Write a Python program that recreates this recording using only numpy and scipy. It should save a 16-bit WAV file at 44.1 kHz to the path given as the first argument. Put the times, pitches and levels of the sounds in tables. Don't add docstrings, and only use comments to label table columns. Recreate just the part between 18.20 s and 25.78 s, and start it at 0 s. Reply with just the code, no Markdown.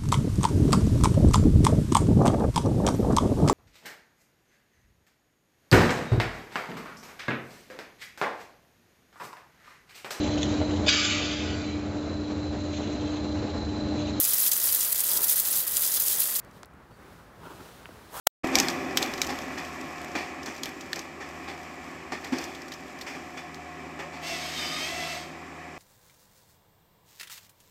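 import sys
import numpy as np
from scipy import signal
from scipy.fft import rfft, irfft, next_fast_len
from scipy.io import wavfile
from scipy.ndimage import map_coordinates

SR = 44100
rng = np.random.default_rng(int(sys.argv[2]) if len(sys.argv) > 2 else 0)


def inscribe(sig):
    pcm = np.round(np.clip(np.atleast_2d(sig).T, -1, 1) * 32767)
    wavfile.write(sys.argv[1], SR, pcm.astype(np.int16))


N = 334278

# start_s, level_db, crack_hz, ring_hz, ring_re_crack_db, tear_s
SNAPS = [(0.3547, -6.5, 4870, 2300, -7, 0.0001), (0.3867, -11.5, 5400, 2900, -8, 0.000075),
         (0.4005, -9, 6250, 2500, -9, 0.000089), (0.4842, -16, 3900, 3400, -6, 0.0003),
         (0.499, -24, 5600, 2784, -15, 0.0019), (0.7089, -36, 5000, 3000, -12, 0.00078),
         (0.7577, -38, 5500, 3000, -27, .0003), (0.8247, -24, 4500, 3000, -12, 0.00017),
         (0.7729, -8.5, 3420, 3020, -5, 0.000093), (0.8276, -16, 3930, 3520, -9, 0.00033),
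         (0.937, -25, 5200, 2920, -8, 0.000448), (0.977, -28.5, 4200, 2980, -16, .002),
         (1.0168, -12, 3860, 2310, -7, .0003), (1.067, -29, 6000, 3000, -15, 0.00046),
         (1.1035, -32, 5000, 2700, -12, .002), (1.381, -33, 5000, 2530, -1, 0.0014),
         (1.916, -41, 5500, 3000, -17, .001), (2.2294, -32.5, 4834, 3000, -8, .003),
         (2.259, -28, 4670, 3040, -16, 0.002), (2.363, -36, 5200, 3000, -18, .001),
         (2.379, -35.5, 5400, 2900, -15, .002), (2.4337, -20.5, 4400, 3300, -5, 0.00027),
         (2.4573, -25.5, 3670, 3300, -15, 0.00021), (2.608, -31.5, 5000, 3000, -16, 0.0025),
         (2.731, -21.5, 3232, 1795, 3.5, 0.00023), (2.758, -27, 5480, 3000, -20, 0.0014),
         (2.792, -26, 5890, 3040, -21, .0004), (4.044, -30, 2500, 2400, -10, 0.0037),
         (4.1842, -25.5, 4800, 3330, -16, 0.0013), (4.221, -37, 5500, 3000, -15, 0.00044),
         (4.239, -28.5, 5630, 3380, -8, 0.0017), (4.3488, -33.5, 3500, 3390, -14, 0.0021),
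         (4.4178, -35, 5170, 3393, -18, 0.0014), (4.481, -37.5, 5200, 3400, -16, .002),
         (4.519, -29, 2960, 2000, -2, 0.0034), (4.537, -32, 5600, 2920, -20, 0.0013),
         (4.7882, -38.5, 5600, 2960, -19, .0006), (4.811, -27.5, 4230, 1950, -4, 0.0046),
         (5.345, -34.5, 6100, 3280, -20, 0.00018)]
# time_s, level_db
SAW_BITE = [(5.99, -68), (6.03, -42.5), (6.08, -36), (6.2, -38), (6.33, -38), (6.4, -35.5), (6.5, -37),
            (6.63, -35.5), (6.75, -38), (6.95, -38), (7.04, -47), (7.25, -74)]


def diesel(no_load_hz=81.4, droop_hz=2):
    # time_s, load_fraction
    duty = [(0.9, 0.32), (1.25, 0.96), (2.1, 0.91), (2.5, 0), (2.9, 0), (3.2, 0.98), (3.7, .8), (4.5, 0.27),
            (5.6, 0.88), (7.4, 0.92)]
    load, = curves(duty)
    firings = np.cumsum((no_load_hz - droop_hz * load) * (1 + 0.003 * wobble(20))) / SR
    phase = 2 * np.pi * firings
    return exhaust(phase, load) + pump(phase) + engine_body(firings, load)


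def engine_body(firings, load, pulse_depth=0.3, split_hz=500):
    # centre_hz, width_hz, gain_db
    housing_modes = [(258.8, 26, -1), (335, 51, -3.5), (388, 15.1, 3.5), (588, 83, -5.5), (756, 94, -5),
                     (1109, 86, -2), (1756, 91, -7.5), (1959, 52, -3), (2332, 115, -5.5), (2544, 49, -3.5)]
    # freq_hz, density_db
    block_spectrum = [(18, -79), (30, -48), (70, -5), (124, -14), (145, -4.5), (221, -3.5), (259, 6),
                      (470, -17.5), (530, -5), (702, -9), (801, -4.5), (930, -11.5), (1070, -7.5),
                      (1300, -5), (1500, -16), (1800, -7), (2450, -9), (2740, -15), (2900, -16.5),
                      (3400, -21), (7270, -28.5), (16000, -61)]
    # idle_db, load_boost_db, saw_boost_db, start_boost_db
    drone_levels = (-42, -1, 3, 18.5)
    clatter_levels = (-45, 2.5, 1, 15.5)
    knocks = cylinder_knocks(firings)
    pulsing = unit(rng.standard_normal(N) * (1 + pulse_depth * np.cos(2 * np.pi * firings)))
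    band = lambda hz: 1 / (1 + (hz / 3000) ** 8) / (1 + (130 / (hz + 1)) ** 4)
    housing = filtered(pulsing + amp(-1) * knocks, lambda hz: resonator(housing_modes, hz) * band(hz))
    body = amp(-2) * unit(housing) + amp(-4) * coloured(rng.standard_normal(N), block_spectrum)
    low = filtered(body, lambda hz: 1 / (1 + (hz / split_hz) ** 6))
    drone = amp(effort_db(drone_levels, load) + 1.1 * wobble(11)) * low
    clatter = amp(effort_db(clatter_levels, load) + 0.31 * wobble(17)) * (body - low)
    return drone + clatter


def cylinder_knocks(firings, t60_s=0.041, jitter_s=0.00008):
    delay_s = np.array([0.0014, 0.000825, 0.00242, 0.001885])
    strength = np.array([0.7, 0.57, 0.85, 0.34])
    fired = np.flatnonzero(np.diff(np.floor(firings)))
    cylinder = np.arange(len(fired)) % 4
    late_s = delay_s[cylinder] + jitter_s * rng.standard_normal(N)[fired]
    knocks = np.zeros(N)
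    knocks[np.clip(fired + np.round(late_s * SR).astype(int), 0, N - 1)] = strength[cylinder]
    t = np.arange(SR // 40) / SR
    panels = rng.standard_normal(len(t)) * decay(t, t60_s)
    return unit(signal.fftconvolve(knocks, panels)[:N])


def exhaust(phase, load):
    # idle_db, load_boost_db, saw_boost_db, start_boost_db
    levels = (-60.5, 6.5, 2, 1.5)
    # time_s, level_re_first_db
    octave_swell = [(4.6, -0.5), (5.2, 3.5)]
    octave_db, = curves(octave_swell)
    gain = amp(effort_db(levels, load) + 0.61 * wobble(10))
    return gain * (np.sin(phase) + amp(octave_db + wobble(16)) * np.sin(2 * phase))


def pump(phase, pistons=9, fifth_db=-14):
    # time_s, level_db
    swell = [(1.2, -44), (1.8, -48.5), (2.2, -45.5), (2.6, -69), (2.95, -56), (3.2, -45.5), (3.8, -53.5),
             (4.15, -50), (4.5, -57), (5.0, -48.5), (5.35, -50), (5.5, -46), (5.65, -51), (5.95, -44.5),
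             (6.2, -41.5), (6.3, -45), (6.45, -39.5), (6.65, -49.5), (6.8, -40), (7.1, -49), (7.55, -49)]
    level_db, = curves(swell)
    whine = np.sin(pistons * phase + .28 * wobble(55) + .15 * wobble(160))
    fifth = amp(fifth_db) * np.sin(1.5 * pistons * phase + .6 * wobble(40))
    return amp(level_db + 1.8 * wobble(11) + 2 * wobble(70)) * (whine + fifth)


def saw(tone_db=-6, chips_db=-2, rasp_db=-3.5, squeal_db=-1, chatter_db=2, harmonics=10):
    # time_s, cutter_hz
    chain = [(6.03, 660), (6.075, 690), (6.11, 675), (6.15, 668), (6.2, 638), (6.26, 647), (6.33, 641),
             (6.37, 624), (6.4, 612), (6.44, 606), (6.5, 610), (6.63, 629), (6.71, 670), (6.92, 668),
             (7.1, 630)]
    # centre_hz, width_hz, gain_db
    bar_modes = [(670, 39, -0.5), (1231, 17, -0.5), (1983, 31, 1), (2219, 131.5, 5), (2676, 65, 1),
                 (3070, 150, -0.5), (3540, 320, -2.5), (4400, 140, -8), (4930, 100, -1), (5300, 570, -7),
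                 (6330, 160, -4), (8140, 172, -7)]
    # centre_s, half_length_s, harmonic, level_db
    squeals = [(6.125, .035, 4, -1), (6.125, .028, 8, -4), (6.265, .028, 8, -4), (6.39, .045, 6, 0),
               (6.47, .045, 8, -1.5), (6.48, .06, 5, -3), (6.56, .07, 2, -4), (6.57, .06, 6, -3.5),
               (6.62, .035, 5, -1), (6.665, .03, 4, -1), (6.72, .03, 3, 0), (6.82, .04, 3, -1),
               (6.82, .12, 1, -8), (6.87, .1, 2, -10), (6.9, .07, 4, -4)]
    # freq_hz, density_db
    chip_spectrum = [(300, -11), (650, -1), (1450, 0), (2200, 5.5), (2850, 1.5), (3500, 0.5), (4000, 1),
                     (4400, 3), (5200, -0.5), (7000, -4), (8300, -4.5), (9700, -20), (12500, -9.5),
                     (16000, -28)]
    t = np.arange(N) / SR
    cutter_hz, = curves(chain)
    bite_db, = curves(SAW_BITE)
    phase = 2 * np.pi * np.cumsum(cutter_hz * (1 + .004 * wobble(260))) / SR
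    bar = lambda hz: np.sqrt(sum(amp(db) ** 2 / (1 + (2 * (hz - centre) / width) ** 2)
                                 for centre, width, db in bar_modes))
    whine = np.zeros(N)
    for k in range(1, harmonics + 1):
        grip = amp(tone_db + 2.6 * wobble(25))
        squeal = sum(amp(db + squeal_db) * np.exp(-((t - centre_s) / half_s) ** 2)
                     for centre_s, half_s, harmonic, db in squeals if harmonic == k)
        chatter = amp(chatter_db * wobble(70))
        tone = np.sin(k * (phase + .03 * wobble(200)) + .42 * wobble(55))
        whine += np.hypot(grip * bar(k * cutter_hz), squeal) * chatter * tone
    puffs = lambda: rng.standard_normal(N) * amp(0.57 * wobble(150)) * (1 + 0.25 * np.cos(phase))
    chips = amp(chips_db) * coloured(puffs(), chip_spectrum)
    rasp = amp(rasp_db) * unit(filtered(puffs(), bar))
    return amp(bite_db) * (whine + chips + rasp)


def snaps(gain_db=-21, crack_t60_s=0.011, splinter_t60_s=0.068, brittle_s=0.00071, ring_rise_s=0.00041):
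    # freq_hz, density_db
    wood_spectrum = [(300, 8), (1500, 9.5), (3000, 6), (6000, 8.5), (8300, -1.5), (9700, -11),
                     (12500, -1.5), (16000, -16)]
    # pitch_ratio, level_db, t60_s
    branch_modes = [(1, 0, .016), (1.88, -6, .011), (2.45, -5, .009)]
    out, t = np.zeros(N), np.arange(4096) / SR
    hz = np.fft.rfftfreq(len(t), 1 / SR)
    for start_s, level_db, crack_hz, ring_hz, ring_db, tear_s in SNAPS:
        fade = decay(t, crack_t60_s + 2 * tear_s) + amp(-12) * decay(t, splinter_t60_s)
        fibres = unit(rng.standard_normal(len(t)) * rise(t, tear_s) * fade)
        fibres[round(2 * tear_s * SR)] += np.sqrt(len(t)) * amp(1) * np.exp(-tear_s / brittle_s)
        octaves = np.log2((hz + 1) / crack_hz)
        rolloff_db = np.maximum(octaves, -7 * octaves)
        resonance = 1 + 0.68 / (1 + (2 * (hz - crack_hz) / 1300) ** 2)
        wood = causal(resonance * amp(along(wood_spectrum, hz) - rolloff_db))
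        crack = unit(signal.fftconvolve(fibres, wood)[:len(t)])
        ring = unit(ringing(branch_modes, t, ring_hz) * rise(t, ring_rise_s))
        add(out, start_s, amp(level_db + gain_db) * (crack + amp(ring_db) * ring))
    return out


def stem_rattles(bark_db=-2, steel_db=-4, contacts_per_s=6000, bass_hz=800, bass_t60_s=0.96):
    # start_s, level_db, rise_s, t60_s, bass_db, knife_hz, knife_db
    bursts = [(0.2435, -13, 0.0013, 0.021, 7.5, 4900, -32), (0.319, -22, 0.039, 0.85, 0.5, 5270, -12),
              (0.799, -28, 0.012, 0.65, 1, 4700, -18), (1.086, -27, 0.0047, 0.27, -3, 4830, -11.5),
              (1.372, -32, 0.002, 0.34, -8, 4650, -15), (1.951, -25.5, 0.0011, 0.43, -1.5, 4800, -15),
              (2.259, -27.5, 0.012, 0.27, -5, 5700, -12), (2.449, -31.5, .012, 0.28, -8, 5400, -24),
              (2.75, -35, 0.0078, 0.47, -0.5, 4500, -14), (3.0, -30, 0.017, 0.23, -6, 5300, -16),
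              (3.274, -28, 0.011, 0.21, -3, 4400, -13), (3.919, -28.5, 0.0017, 0.26, 0.5, 4600, -13.5),
              (4.039, -30.5, 0.0039, .21, -1, 4640, -14), (4.123, -31, 0.0018, 0.9, 1.5, 4950, -14),
              (4.862, -32, 0.0056, 0.52, -11, 5400, -13.5), (4.945, -36.5, .003, 0.24, 0, 4500, -20),
              (5.172, -33.5, 0.002, 0.23, -10, 5274, -13.5), (5.79, -31, 0.00073, 0.31, -4.5, 4490, -26),
              (5.921, -34.5, 0.017, 0.41, -4, 4500, -16)]
    # freq_hz, density_db
    bark_spectrum = [(71, -42), (120, -12), (350, 6.5), (504, -3.5), (754, -9), (1230, -5), (1360, -10.5),
                     (2340, -6), (2750, -13), (3950, -25.5), (5460, -20.5), (8350, -26), (9430, -52),
                     (12300, -33), (15000, -58)]
    # centre_hz, width_hz, gain_db
    frame_modes = [(354, 75, -3), (785, 71, 5.5), (1813, 110, -2.5), (2400, 160, -2.5), (3490, 89, -9),
                   (4400, 300, -20.5), (5600, 350, -22)]
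    out, t = np.zeros(N), np.arange(SR // 2) / SR
    hz = np.fft.rfftfreq(len(t), 1 / SR)
    through = lambda x, gain: irfft(rfft(x) * gain, len(t))
    contacts = lambda gain: unit(through(grains(contacts_per_s, len(t)), gain))
    for start_s, level_db, rise_s, t60_s, bass_db, knife_hz, knife_db in bursts:
        spot_modes = [(centre, width, db + 2 * rng.standard_normal()) for centre, width, db in frame_modes]
        knife = resonator([(knife_hz, 2200, 0)], hz) ** 2
        scrape = amp(bark_db) * contacts(amp(along(bark_spectrum, hz)))
        scrape += amp(steel_db) * contacts(resonator(spot_modes, hz))
        scrape += amp(knife_db) * contacts(knife)
        bass = through(scrape, 1 / (1 + (hz / bass_hz) ** 4))
        scrape += bass * (amp(bass_db) * decay(t, bass_t60_s) - 1)
        add(out, start_s, amp(level_db) * rise(t, rise_s) * decay(t, t60_s) * scrape)
    return out


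def stem_thuds(rise_s=0.011):
    # start_s, level_db
    blows = [(0.773, -23), (1.957, -24), (2.276, -23), (4.122, -10.5)]
    # pitch_hz, level_db, t60_s
    stem_modes = [(254.7, 2, 0.072), (341, -21, 0.33)]
    out, t = np.zeros(N), np.arange(SR // 2) / SR
    thud = ringing(stem_modes, t) * rise(t, rise_s)
    for start_s, level_db in blows:
        add(out, start_s, amp(level_db) * thud)
    return out


def needles(ramp_s=0.15, start_boost_db=28, bend_s=0.0082, shake_s=0.033, twigs_per_s=70):
    # start_s, end_s, level_db
    strokes = [(0.205, 0.85, -66.5), (0.915, 2.14, -57), (2.233, 2.82, -58.5), (3.02, 3.8, -58),
               (3.97, 4.404, -53), (4.5, 5.25, -57.5)]
    # freq_hz, density_db
    spectrum = [(1000, -2.5), (3300, -3), (4000, -8.5), (5200, -2.5), (8000, -8.5), (9700, -22.5),
                (12300, -12), (16000, -28)]
    t = np.arange(N) / SR
    feed = sum(amp(db) * np.clip(np.minimum(t - start_s, end_s - t) / ramp_s + .5, 0, 1)
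               for start_s, end_s, db in strokes)
    feed *= amp(start_boost_db * settling())
    shake = sum(amp(db - 25) * np.exp(-np.maximum((snap_s - t) / bend_s, (t - snap_s) / shake_s))
                for snap_s, db, *_ in SNAPS)
    tears = signal.fftconvolve(np.abs(grains(twigs_per_s, N)), decay(t[:SR // 20], t60_s=0.016))[:N]
    hiss = rng.standard_normal(N)
    crackle = amp(-4) * unit(tears * rng.standard_normal(N))
    return np.hypot(feed, shake) * amp(1.16 * wobble(29.8)) * coloured(hiss + crackle, spectrum)


def valve(start_s=5.79, length_s=0.11, from_hz=515, to_hz=610, level_db=-42.5):
    travel = np.clip((np.arange(N) / SR - start_s) / length_s, 0, 1)
    phase = 2 * np.pi * np.cumsum(from_hz + (to_hz - from_hz) * travel) / SR
    return amp(level_db) * np.sin(np.pi * travel) * np.sin(phase + .4 * wobble(81))


def fan(level_db=-56):
    # freq_hz, density_db
    spectrum = [(1500, -0.5), (3000, 5), (4000, -5), (5300, 2.5), (6400, -3), (7500, 1), (8700, -10.5),
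                (9700, -17), (12300, -11), (16000, -26)]
    return amp(level_db) * coloured(rng.standard_normal(N), spectrum)


def forest_echo(x, level_db=-13.5):
    # freq_hz, t60_s
    decay_times = [(200, 0.96), (2000, 0.21), (6000, 0.18), (14000, 0.83)]
    hz, t, noise = signal.stft(rng.standard_normal(SR // 2), SR, nperseg=256)
    tail = signal.istft(noise * decay(t, along(decay_times, hz)[:, None]), SR, nperseg=256)[1]
    return amp(level_db) * signal.fftconvolve(x, tail / np.linalg.norm(tail))[:N]


def effort_db(levels, load):
    idle_db, load_db, saw_db, start_db = levels
    bite_db, = curves(SAW_BITE)
    sawing = amp(bite_db - bite_db.max())
    return idle_db + load_db * load + saw_db * sawing + start_db * settling()


def settling(tau_s=1.144):
    return np.exp(-np.arange(N) / SR / tau_s)


def amp(db):
    return 10 ** (np.asarray(db) / 20)


def unit(x):
    return x / np.sqrt(np.mean(x ** 2) + 1e-20)


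def rise(t, tau_s):
    return 1 - np.exp(-t / tau_s)


def decay(t, t60_s):
    return amp(-60 * t / t60_s)


def ringing(modes, t, pitch_scale=1):
    return sum(amp(db) * decay(t, t60_s) * np.sin(2 * np.pi * pitch * pitch_scale * t)
               for pitch, db, t60_s in modes)


def resonator(modes, hz):
    return sum((-1) ** k * amp(db) * 1j * hz * width / (centre ** 2 - hz ** 2 + 1j * hz * width)
               for k, (centre, width, db) in enumerate(modes))


def along(points, hz):
    knots_hz, values = np.transpose(points)
    return np.interp(np.log(hz + 1), np.log(knots_hz + 1), values)


def curves(rows):
    time_s, *columns = np.transpose(rows)
    return [np.interp(np.arange(N) / SR, time_s, column) for column in columns]


def wobble(knots_per_s):
    knots = rng.standard_normal(int(N * knots_per_s / SR) + 4)
    return map_coordinates(knots, [np.arange(N) * knots_per_s / SR])


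def grains(ticks_per_s, samples):
    return unit(rng.standard_normal(samples) * (rng.random(samples) < ticks_per_s / SR))


def filtered(x, response):
    size = next_fast_len(N + SR // 2)
    return irfft(rfft(x, size) * response(np.fft.rfftfreq(size, 1 / SR)), size)[:N]


def coloured(x, spectrum):
    return unit(filtered(x, lambda hz: amp(along(spectrum, hz))))


def causal(gain):
    cepstrum = irfft(np.log(np.maximum(gain, 1e-6)))
    half = len(cepstrum) // 2
    cepstrum[1:half] *= 2
    cepstrum[half + 1:] = 0
    return irfft(np.exp(rfft(cepstrum)))


def add(track, start_s, sound):
    part = track[max(round(start_s * SR), 0):][:len(sound)]
    part += sound[:len(part)]


def switch_on_pop(centre_s=0.0716, push_hz=780, overshoot_hz=1400, width_s=0.00075, limit=0.62):
    out, t = np.zeros(N), np.arange(-SR // 200, SR // 200) / SR
    swing = 0.43 * (np.cos(2 * np.pi * push_hz * t) + np.cos(2 * np.pi * overshoot_hz * t))
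    crackle = 0.86 * rng.standard_normal(len(t))
    pop = np.exp(-np.abs(t) / width_s) * (swing + crackle)
    add(out, centre_s + t[0], np.clip(pop, -limit, limit))
    return out


def scene():
    cracks = snaps()
    machine = diesel() + fan() + needles() + stem_rattles() + stem_thuds() + valve() + saw()
    return (machine + cracks + forest_echo(cracks))[None]


def record(dry, open_s=0.234, fade_s=0.0084, top_hz=16000):
    opened = np.clip((np.arange(N) / SR - open_s) / fade_s, 0, 1)
    band_limit = lambda hz: np.clip((top_hz - hz) / 500 + .5, 0, 1)
    return filtered(dry[0] * opened + switch_on_pop(), band_limit)[None]


dry = scene()
out = record(dry)
inscribe(out)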